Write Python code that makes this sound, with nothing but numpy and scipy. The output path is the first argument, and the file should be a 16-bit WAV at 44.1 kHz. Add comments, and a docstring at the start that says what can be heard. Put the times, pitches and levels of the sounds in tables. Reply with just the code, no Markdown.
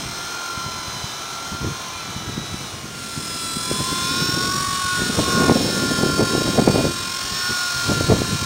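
"""Electric helicopter over a lawn

A small electric helicopter flies far off, then, after a short cross-fade, close by.
Motor and gears whine at multiples of the motor speed and throb once per rotor turn; the blades rush as
pulsing noise, and a delayed, dulled copy of it all bounces off the lawn. Sliding sines make faint bird chirps.
Wind rumbles, flutters and buffets the microphone of a small camera that samples slowly and mirrors its treble."""
import sys
import numpy as np
from scipy import signal
from scipy.fft import rfft, irfft, next_fast_len
from scipy.io import wavfile

SR = 44100
rng = np.random.default_rng(int(sys.argv[2]) if len(sys.argv) > 2 else 0)


def digitize_waveform(pressure):
    """Quantize a signal to 16-bit integers and store it at the path in sys.argv[1].

    Rows of a 2-D input are taken as channels; values are limited to [-1, 1].
    """
    field = np.atleast_2d(pressure).T
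    bounded = np.clip(field, -1, 1)
    quanta = np.round(bounded * 32767).astype(np.int16)
    wavfile.write(sys.argv[1], SR, quanta)


N = 372644
TIME = np.arange(N) / SR

# All spectra are shapes, scaled to rms 1 before use.
# colour of the garden air: (frequency [Hz], density [dB per Hz])
AIR_SPECTRUM = [(40, -18), (300, -11), (3000, -17), (10000, -29)]
# bird chirps: (start [s], length [s], from [Hz], to [Hz], peak level [dB])
BIRD_CHIRPS = [(1.09, .085, 3620, 3680, -41), (1.22, .035, 3800, 4450, -42), (1.893, .028, 2330, 2360, -39),
               (1.925, .07, 2440, 2370, -37), (1.995, .035, 2720, 2430, -38), (2.8, .135, 7000, 5700, -43)]

# strength of the steady wind, which drives all its layers: (time [s], strength [dB])
STEADY_WIND = [(0.0, -31.5), (0.38, -49), (0.75, -35.5), (1.45, -45.5), (2.1, -38.5), (2.4, -30),
               (2.6, -35.5), (3.1, -35), (3.7, -30.5), (4.5, -23), (4.87, -34), (5.2, -19.5), (5.5, -19),
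               (5.8, -20), (6.84, -21.5), (6.92, -24.5), (7.2, -42), (7.82, -41), (7.9, -22), (8.3, -21.5),
               (8.45, -36)]
# gusts: (time [s], buffet strength [dB], peak strength of the eddies around it [dB])
WIND_GUSTS = [(0.0623, -18, -38), (0.578, -16, -38), (0.666, -14, -28.5), (0.883, -17, -43),
              (1.0436, -17, -51), (1.529, -15.5, -27), (1.618, -14, -27), (1.648, -8, -25),
              (1.6741, -8, -20.5), (2.165, -15.5, -30), (2.279, -18, -26.5), (2.38, -7.5, -32),
              (2.5442, -11, -31), (3.178, -10.5, -35), (3.571, -9, -27.5), (3.715, -1.5, -25),
              (3.812, -17, -20.5), (3.929, -7, -36), (4.219, -12, -41), (4.293, -7, -35),
              (5.0204, -4.5, -18), (5.1868, -7, -17.5), (5.4088, -6, -15), (5.4974, 9.5, -13),
              (5.5697, 2, -13.5), (5.922, -3, -31), (6.0138, -6, -15), (6.063, -3, -32), (6.195, -2, -15.5),
              (6.211, 1.5, -18), (6.225, -1, -17.5), (6.352, -1.5, -16), (6.382, -3, -25),
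              (6.42, -1.5, -38), (6.483, -16, -14.5), (6.586, -22, -9.5), (6.6767, 7, -11),
              (6.761, 1.5, -11.5), (6.7905, -4, -19), (6.853, 1, -16.5), (7.25, -20, -29),
              (7.325, -18, -28), (7.51, -18, -27), (7.765, -19, -31), (7.907, -5, -14.5), (8.01, 0, -34),
              (8.1008, -1, -17), (8.119, -1, -7), (8.219, -1, -29), (8.4284, -10.5, -25)]
# how deep the wind sounds: (time [s], boost of the rumble and cut of the flutter [dB])
WIND_DEPTH = [(0, 4), (2.6, 4), (3.0, 0.5), (4.4, 0), (4.8, 4), (5.5, -0.5), (7.4, 1.5), (8.45, 4.5)]
# colours of the three wind layers: (frequency [Hz], density [dB per Hz])
RUMBLE_SPECTRUM = [(20, -24), (50, -13.5), (90, -3), (140, -1.5), (220, -5.5), (400, -50)]
GUST_SPECTRUM = [(40, -65), (129, -6.5), (241, 2), (428, -3.5), (700, -27), (910, -21.5), (1540, -120)]
FLUTTER_SPECTRUM = [(250, -25), (450, 4), (700, -2), (1000, -12.5), (1600, -23.5), (2500, -23)]
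GUST_RISE_DB_S, GUST_FALL_DB_S = 312, 222   # eddies build up and die away at these rates [dB/s]
BUFFET_HZ, SHARPENS = 350, 0.61   # pitch of a 0 dB buffet [Hz]; dB of pitch per dB of strength

# the two flights: (time [s], level of rush and weak whines before their trims [dB], sizzle over that level [dB],
# lag of the lawn echo [ms], rms of the motor's fourth multiple [dB], rms of the gear mesh whine before
# its swell [dB]); the near flight adds (side shown to the microphone [steps, -2 to 5])
FAR_FLIGHT = [(0.0, -36, -8, 2.6, -37, -39), (0.29, -35, -11, 2.2, -39.5, -41),
              (0.63, -36.5, -9.5, 2, -34.5, -41), (1.05, -36, -9, 1.96, -45, -42),
              (1.3, -36, -8.5, 1.48, -43.5, -48), (1.65, -37.5, -9.5, 1.22, -36.5, -43),
              (1.9, -37.5, -9.5, 1.06, -36, -63), (2.148, -37, -10, 0.76, -48.5, -60),
              (2.39, -39, -9, 0.51, -47, -52), (2.7, -34.5, -5, 0.33, -52, -46)]
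NEAR_FLIGHT = [(2.82, -40.5, -12, 1.7, -44, -67, 2), (3.0, -36, -5.5, 1.47, -44, -51, 0.5),
               (3.3, -33.5, -4.5, 1.59, -42, -34, 4.5), (3.54, -33.5, -0.5, 1.57, -40, -36, 5),
               (3.89, -29, -5.5, 1.92, -34.5, -37.5, 3.5), (4.28, -27, -11.5, 2.06, -35.5, -28, 0),
               (4.58, -28.5, -6, 1.74, -30, -29.5, 0), (4.79, -28, -6.5, 1.72, -30, -44, 3),
               (5.05, -27.5, -7.5, 2.295, -29.5, -38, 0), (5.36, -26, -9.5, 2.57, -26, -33, 4.2),
               (5.6, -28, -8.5, 3.1, -37, -31, 0.2), (5.78, -28, -8, 3.4, -32.5, -31.5, -0.6),
               (6.1, -29.5, -7, 3.5, -31.5, -31.5, -0.5), (6.58, -28.5, -9.5, 3.7, -39, -34, -2),
               (6.95, -30, -9.5, 3.63, -39, -40, -0.5), (7.27, -28, -12.5, 3.72, -40, -34, 1.5),
               (7.49, -28, -10, 4.09, -30, -30.5, 0.2), (7.97, -27, -11.5, 4.35, -31, -41, -0.2),
               (8.2, -29, -10, 4.5, -39, -43, 1), (8.45, -28, -11, 4.47, -33.5, -42, 1)]
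# motor speed in each flight: (time [s], speed [turns/s])
FAR_MOTOR_SPEED = [(0.0, 341), (0.16, 346.5), (0.36, 350), (0.63, 343.3), (1.1, 333.5), (1.7, 349.7),
                   (1.9, 343.2), (2.39, 324.5), (2.6, 330.8), (2.72, 320)]
NEAR_MOTOR_SPEED = [(2.82, 355), (3.01, 346.5), (3.52, 335), (3.89, 345.5), (4.07, 350.8), (4.28, 359.5),
                    (4.59, 373), (5.05, 362.3), (5.25, 360), (5.56, 358.6), (5.74, 353.7), (6.1, 349),
                    (6.58, 351.7), (6.95, 348.8), (7.27, 357.5), (7.49, 360.5), (7.97, 348), (8.45, 347.2)]
# start and end of the cross-fade from far to near: (start [s], end [s])
CROSSFADE = (2.47, 3.04)
# colours of the blade rush, and of the sizzle on top of it: (frequency [Hz], density [dB per Hz])
FAR_RUSH_SPECTRUM = [(260, -5.5), (576, -11.5), (684, -3.5), (1210, -2.5), (1400, 0.5), (1830, -16),
                     (2360, -6), (2660, -18.5), (3200, -6.5), (4770, -10.5), (6060, -4), (7200, -18.5),
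                     (9360, -61)]
NEAR_RUSH_SPECTRUM = [(530, -11.5), (900, -10), (1060, -3.5), (1200, -6.5), (1430, -1), (1990, -11),
                      (2410, -6), (2650, -9), (4460, -3.5), (4830, -8), (5360, 1), (5950, -5), (7200, -10),
                      (9360, -23.5)]
SIZZLE_SPECTRUM = [(6600, 6), (7200, -2), (8400, 5.5), (10000, 6.5)]

GEAR_RATIO = 8   # motor turns per rotor turn
# grip of the gears: (time [s], grip [0 = teeth touch half of each rotor turn, over 1 = all of it],
# swell of the mesh whine [dB])
GEAR_GRIP = [(0, 1, -3), (3.35, 1.2, -1), (3.48, .7, -6), (3.63, .8, 4), (4.08, 1.3, 0), (4.25, .75, 1),
             (4.6, .12, 0), (5.1, 1.15, 0), (6.25, 1.15, -2), (7.0, .4, 0), (7.16, .3, 6), (7.31, .6, -4),
             (7.42, 1.5, 0), (8.45, .7, 0)]
# side tones of the motor's third and fourth multiples:
# (distance [rotor harmonics], level against the whine before its wander [dB])
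THIRD_SIDE_TONES = [(1, -12), (2, -19), (4, -19)]
FOURTH_SIDE_TONES = [(-1, -16), (2, -18)]
# pitches of the three middle whines: one entry per whine [multiple of motor speed]
MIDDLE_MULTIPLES = (10, 12, 24)
# rms of the middle whines: (time [s], level at 10 [dB], at 12 [dB], at 24 times motor speed [dB])
MIDDLE_LEVELS = [(0.0, -47, -42, -45), (0.63, -58, -40, -49), (1.05, -55, -39, -55), (1.65, -50, -46, -54),
                 (2.2, -50, -41, -60), (2.66, -57, -38, -58), (2.9, -56, -58, -58), (3.04, -46, -43, -52),
                 (3.3, -42, -44, -44), (3.5, -37.5, -34, -35.5), (3.89, -32.5, -38, -39),
                 (4.28, -35, -47, -46), (4.6, -36, -40, -44), (5.09, -36, -41, -42), (5.4, -36.5, -38, -44),
                 (6.0, -46, -43, -52), (6.6, -44, -48, -38.5), (7.26, -41, -40, -44), (7.6, -43, -35, -56),
                 (8.1, -46, -38, -45), (8.45, -52, -40, -42)]
# pitches of the weak whines: one entry per whine [multiple of motor speed]
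WEAK_MULTIPLES = (1, 2, 5, 6, 7, 8, 9, 11, 13, 14, 16, 18, 19)
# rms of each weak whine against the flight level, at side 0 and before its wander: one entry per whine [dB]
WEAK_FAR_LEVELS = (-16, -22, -16.5, -15.5, -15.5, -17.5, -10.5, -12, -17, -30, -11, -12.5, -13.5)
WEAK_NEAR_LEVELS = (-16.5, -22.5, -14, -24, -16, -17, -14.5, -10, -10.5, -23.5, -21, -19, -19)
# what each weak whine gains as the machine turns: one entry per whine [dB per step of side]
WEAK_SIDE_GAINS = (-3.5, -2.5, -1.5, 1, -0.5, 0.5, -1.2, -1.5, -3, 2.2, .8, 1, -2)

LAWN_DULL_HZ = 2400   # the grass returns little above this
# the higher the flight, the less of the whines the lawn returns: (lag [ms], share [gain])
TONE_BOUNCE_SHARE = [(3.3, .92), (4.1, .66)]
RUSH_BOUNCE_SHARE = 0.041   # less of the rush, which is spread over the whole rotor

CAMERA_RATE_HZ, CUTOFF_HZ = 19900, 15750
# mirrored treble: (frequency of the image [Hz], level of the image against its source [dB])
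MIRROR_LEVELS = [(10000, -9), (11500, -13.5), (15500, -18.5)]


def from_db(db):
    """Gain of a level in dB."""
    return 10 ** (np.asarray(db) / 20)


def rms_one(x):
    """Scale to rms 1."""
    return x / np.sqrt(np.mean(x ** 2) + 1e-20)


def in_time(rows):
    """Columns of a curve table, sample by sample."""
    seconds, *columns = np.transpose(rows)
    return [np.interp(TIME, seconds, column) for column in columns]


def coloured(x, spectrum):
    """Filter to a spectrum of (Hz, dB) points; rms 1."""
    size = next_fast_len(N)
    points_hz, points_db = np.transpose(spectrum)
    hz = np.arange(size // 2 + 1) * SR / size
    gain_db = np.interp(np.log(hz + 1), np.log(points_hz), points_db, left=-60, right=-60)
    return rms_one(irfft(rfft(x, size) * from_db(gain_db), size)[:N])


def drift(rate):
    """Slow random wander of spread 1, about rate changes a second."""
    # low-passed noise on a grid of 200 knots a second
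    knots = rng.standard_normal(int(N / SR * 200) + 400)
    r = np.exp(-2 * np.pi * rate / 200)
    slow = rms_one(signal.lfilter([1], [1, -2 * r, r * r], knots)[398:])
    return np.interp(TIME * 200, np.arange(len(slow)), slow)


def garden_air():
    """Steady coloured noise: the quiet air of the garden."""
    return from_db(-38.5) * coloured(rng.standard_normal(N), AIR_SPECTRUM)


def birds():
    """Faint chirps: short sines whose pitch glides in a straight line."""
    out = np.zeros(N)
    for start, length, from_hz, to_hz, db in BIRD_CHIRPS:
        part = np.clip((TIME - start) / length, 0, 1)
        envelope = np.sqrt(np.abs(np.sin(np.pi * part)))
        pitch_hz = from_hz + (to_hz - from_hz) * part
        out += from_db(db) * envelope * np.sin(2 * np.pi * np.cumsum(pitch_hz) / SR)
    return out


def wind_strength():
    """The steady wind with the swell of every gust on top, added as powers, in dB."""
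    power = from_db(2 * in_time(STEADY_WIND)[0])
    for start, _, db in WIND_GUSTS:
        near = slice(max(int(start * SR) - 9000, 0), int(start * SR) + 9000)
        t = TIME[near] - start
        swell_db = db + np.minimum(GUST_RISE_DB_S * t, -GUST_FALL_DB_S * t)
        power[near] += from_db(2 * swell_db)
    return 10 * np.log10(power)


def wind():
    """Eddies on the port: light air only rumbles; a stronger gust moves up in pitch and adds bright flutter."""
    strength_db = wind_strength()
    depth_db, = in_time(WIND_DEPTH)
    lumps, fine = drift(32.0), drift(75)

    def eddies(spectrum, lumps_db, fine_db):
        """Coloured noise whose level wanders with the shared lumps and fine grain; rms 1."""
        return rms_one(coloured(rng.standard_normal(N), spectrum) * from_db(lumps_db * lumps + fine_db * fine))

    rumble = eddies(RUMBLE_SPECTRUM, 2.0, 3.0)
    gust = eddies(GUST_SPECTRUM, 2.8, 1.6)
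    flutter = eddies(FLUTTER_SPECTRUM, 2.4, 4.0)
    # the brighter the layer, the faster it grows with the wind
    return (from_db(0.85 * strength_db - 11.5 + depth_db) * rumble
            + from_db(1.1 * strength_db - 2.5 - 0.96 * depth_db) * gust
            + from_db(1.84 * strength_db + 3.4 - depth_db) * flutter)


def buffets(rebound, rebound_width):
    """Each buffet sucks the diaphragm out inside a wider, shallower swing back; harder ones are shorter."""
    out = np.zeros(N)
    for start, db, _ in WIND_GUSTS:
        near = slice(max(int(start * SR) - 600, 0), int(start * SR) + 600)
        pitch_hz = BUFFET_HZ * from_db(SHARPENS * db)
        t = (TIME[near] - start) * pitch_hz * 4   # in quarter cycles
        suck = (1 + rebound) * np.exp(-1.6 * t ** 2)
        swing_back = rebound * np.exp(-(t / rebound_width) ** 2)
        out[near] -= from_db(db) * (suck - swing_back)
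    return 0.53 * out


def lawn_echo(x, lag_ms, share):
    """The dull bounce off the lawn lags more as the machine climbs, weakening or boosting each tone in turn."""
    hz = np.arange(N // 2 + 1) * SR / N
    dull = irfft(rfft(x) / (1 + (hz / LAWN_DULL_HZ) ** 4), N)
    return x + share * np.interp(TIME - lag_ms / 1000, TIME, dull)


def gear_load(motor_turns):
    """The eccentric main gear presses on the pinion, then lets go for part of the turn: near +1 or -1."""
    grip = in_time(GEAR_GRIP)[0]
    return np.tanh(6.0 * (np.cos(2 * np.pi * motor_turns / GEAR_RATIO) + grip + .33 * drift(9)))


def gear_rattle(motor_turns, memory):
    """Tooth errors come round again every rotor turn, changing a little from turn to turn."""
    # one row of 1024 points per rotor turn; each row keeps some of the row before
    fresh = rng.standard_normal((int(N / SR * 50) + 30, 1024))
    pattern = signal.lfilter([1], [1, -memory], fresh, axis=0)[20:]
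    position = motor_turns / GEAR_RATIO * 1024
    return rms_one(np.interp(position, np.arange(pattern.size), pattern.ravel()))


def blade_rush(turns, chop):
    """Air noise that pulses with the rotor and, faster, with the motor."""
    beat = 1 + chop * np.cos(2 * np.pi * turns / GEAR_RATIO) + .24 * np.cos(2 * np.pi * turns)
    return beat * rng.standard_normal(N) * from_db(.7 * drift(9))


def whine(motor_turns, load, multiple, throb, wobble):
    """One tone of rms near 1; its level follows the gear load, its phase swings every rotor turn."""
    lead, start = rng.uniform(0, 2 * np.pi, 2)
    swing = np.cos(2 * np.pi * motor_turns / GEAR_RATIO + lead)
    phase = 2 * np.pi * multiple * motor_turns + wobble * swing + 0.47 * drift(5.7) + start
    return np.sqrt(2) * rms_one(1 + throb * load) * np.sin(phase)


def motor_whine(turns, load, multiple, side_tones):
    """A steady motor tone, with wandering side tones set off from it by rotor harmonics."""
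    out = whine(turns, load, multiple, throb=0.05, wobble=0.06)
    for away, db in side_tones:
        side_tone = whine(turns, load, multiple + away / GEAR_RATIO, throb=0.05, wobble=0.06)
        out = out + from_db(db + 3 * drift(3)) * side_tone
    return out


def mesh_whine(turns, load, mesh_db):
    """The gear teeth whine at 15 times motor speed, nearly silenced while they let go."""
    swell_db = in_time(GEAR_GRIP)[1]
    return from_db(mesh_db + swell_db) * whine(turns, load, 15, throb=0.95, wobble=0.3)


def middle_whines(turns, load):
    """Three more multiples of the motor speed, each on its own level curve."""
    return sum(from_db(db) * whine(turns, load, multiple, throb=0.19, wobble=0.43)
               for multiple, db in zip(MIDDLE_MULTIPLES, in_time(MIDDLE_LEVELS)))


def weak_whines(turns, load, levels_db, side, wander_db):
    """Weak tones that follow the side shown, each swelling and fading a little on its own."""
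    out = np.zeros(N)
    for multiple, db, side_db in zip(WEAK_MULTIPLES, levels_db, WEAK_SIDE_GAINS):
        level = from_db(db + side_db * side + wander_db * drift(3.1))
        out += level * whine(turns, load, multiple, throb=0.15, wobble=0.44)
    return out


def helicopter(speeds, flight, spectrum, weak_db, third_db, rattle_db, rush_db, chop, wander_db):
    """Whines, gear rattle and blade rush, all locked to the motor speed, and their bounce off the lawn."""
    speed, = in_time(speeds)
    level_db, sizzle_db, lag_ms, motor_db, mesh_db, *turning = in_time(flight)
    side = sum(turning)   # 0 where the flight has no side column
    turns = np.cumsum(speed) / SR
    load = gear_load(turns)

    third = motor_whine(turns, load, 3, THIRD_SIDE_TONES)
    fourth = motor_whine(turns, load, 4, FOURTH_SIDE_TONES)
    motor = from_db(motor_db) * (from_db(third_db) * third + fourth)
    gears = mesh_whine(turns, load, mesh_db) + middle_whines(turns, load)
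    weak = from_db(level_db) * weak_whines(turns, load, weak_db, side, wander_db)

    # the rattle drops to half while the teeth let go
    rattle = from_db(rattle_db) * (.75 + .25 * load) * gear_rattle(turns, memory=0.59)
    noise = blade_rush(turns, chop) + rattle
    body = from_db(rush_db) * coloured(noise, spectrum)
    sizzle = from_db(sizzle_db) * coloured(noise, SIZZLE_SPECTRUM)

    tone_share = np.interp(lag_ms, *np.transpose(TONE_BOUNCE_SHARE))
    tones = lawn_echo(motor + gears + weak, lag_ms, tone_share)
    return tones + from_db(level_db) * lawn_echo(body + sizzle, lag_ms, RUSH_BOUNCE_SHARE)


def scene():
    """Two flights joined by a cross-fade, over wind, birds and the air of the garden."""
    background = garden_air() + birds() + wind() + buffets(rebound=0.62, rebound_width=2.35)
    far = helicopter(FAR_MOTOR_SPEED, FAR_FLIGHT, FAR_RUSH_SPECTRUM, WEAK_FAR_LEVELS,
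                     third_db=-7.5, rattle_db=-3, rush_db=3.0, chop=0.14, wander_db=1.5)
    near = helicopter(NEAR_MOTOR_SPEED, NEAR_FLIGHT, NEAR_RUSH_SPECTRUM, WEAK_NEAR_LEVELS,
                      third_db=-1.4, rattle_db=-1.0, rush_db=-0.5, chop=0.15, wander_db=2.2)
    near_share = np.interp(TIME, CROSSFADE, (0, 1))
    return (background + (1 - near_share) * far + near_share * near)[None]


def record(dry):
    """Slow sampling cuts the sound at half the camera's rate and leaves a weak mirror image above it."""
    size = next_fast_len(N)
    hz = np.arange(size // 2 + 1) * SR / size
    below = hz < CAMERA_RATE_HZ / 2
    kept = irfft(rfft(dry, size) * below, size)[:, :N]
    # multiplying by a tone at the sampling rate flips the spectrum into the treble
    folded = rfft(2 * kept * np.cos(2 * np.pi * CAMERA_RATE_HZ * TIME), size)
    image_gain = from_db(np.interp(hz, *np.transpose(MIRROR_LEVELS)))
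    mirror = irfft(folded * ~below * image_gain, size)[:, :N]
    soft_clipped = 0.93 * np.tanh(kept / 0.94)
    circuit_hiss = from_db(-51.5) * rng.standard_normal(dry.shape)
    lowpass = signal.ellip(12, .5, 80, CUTOFF_HZ, fs=SR, output="sos")
    return signal.sosfilt(lowpass, soft_clipped + mirror + circuit_hiss)


dry = scene()
out = record(dry)
digitize_waveform(out)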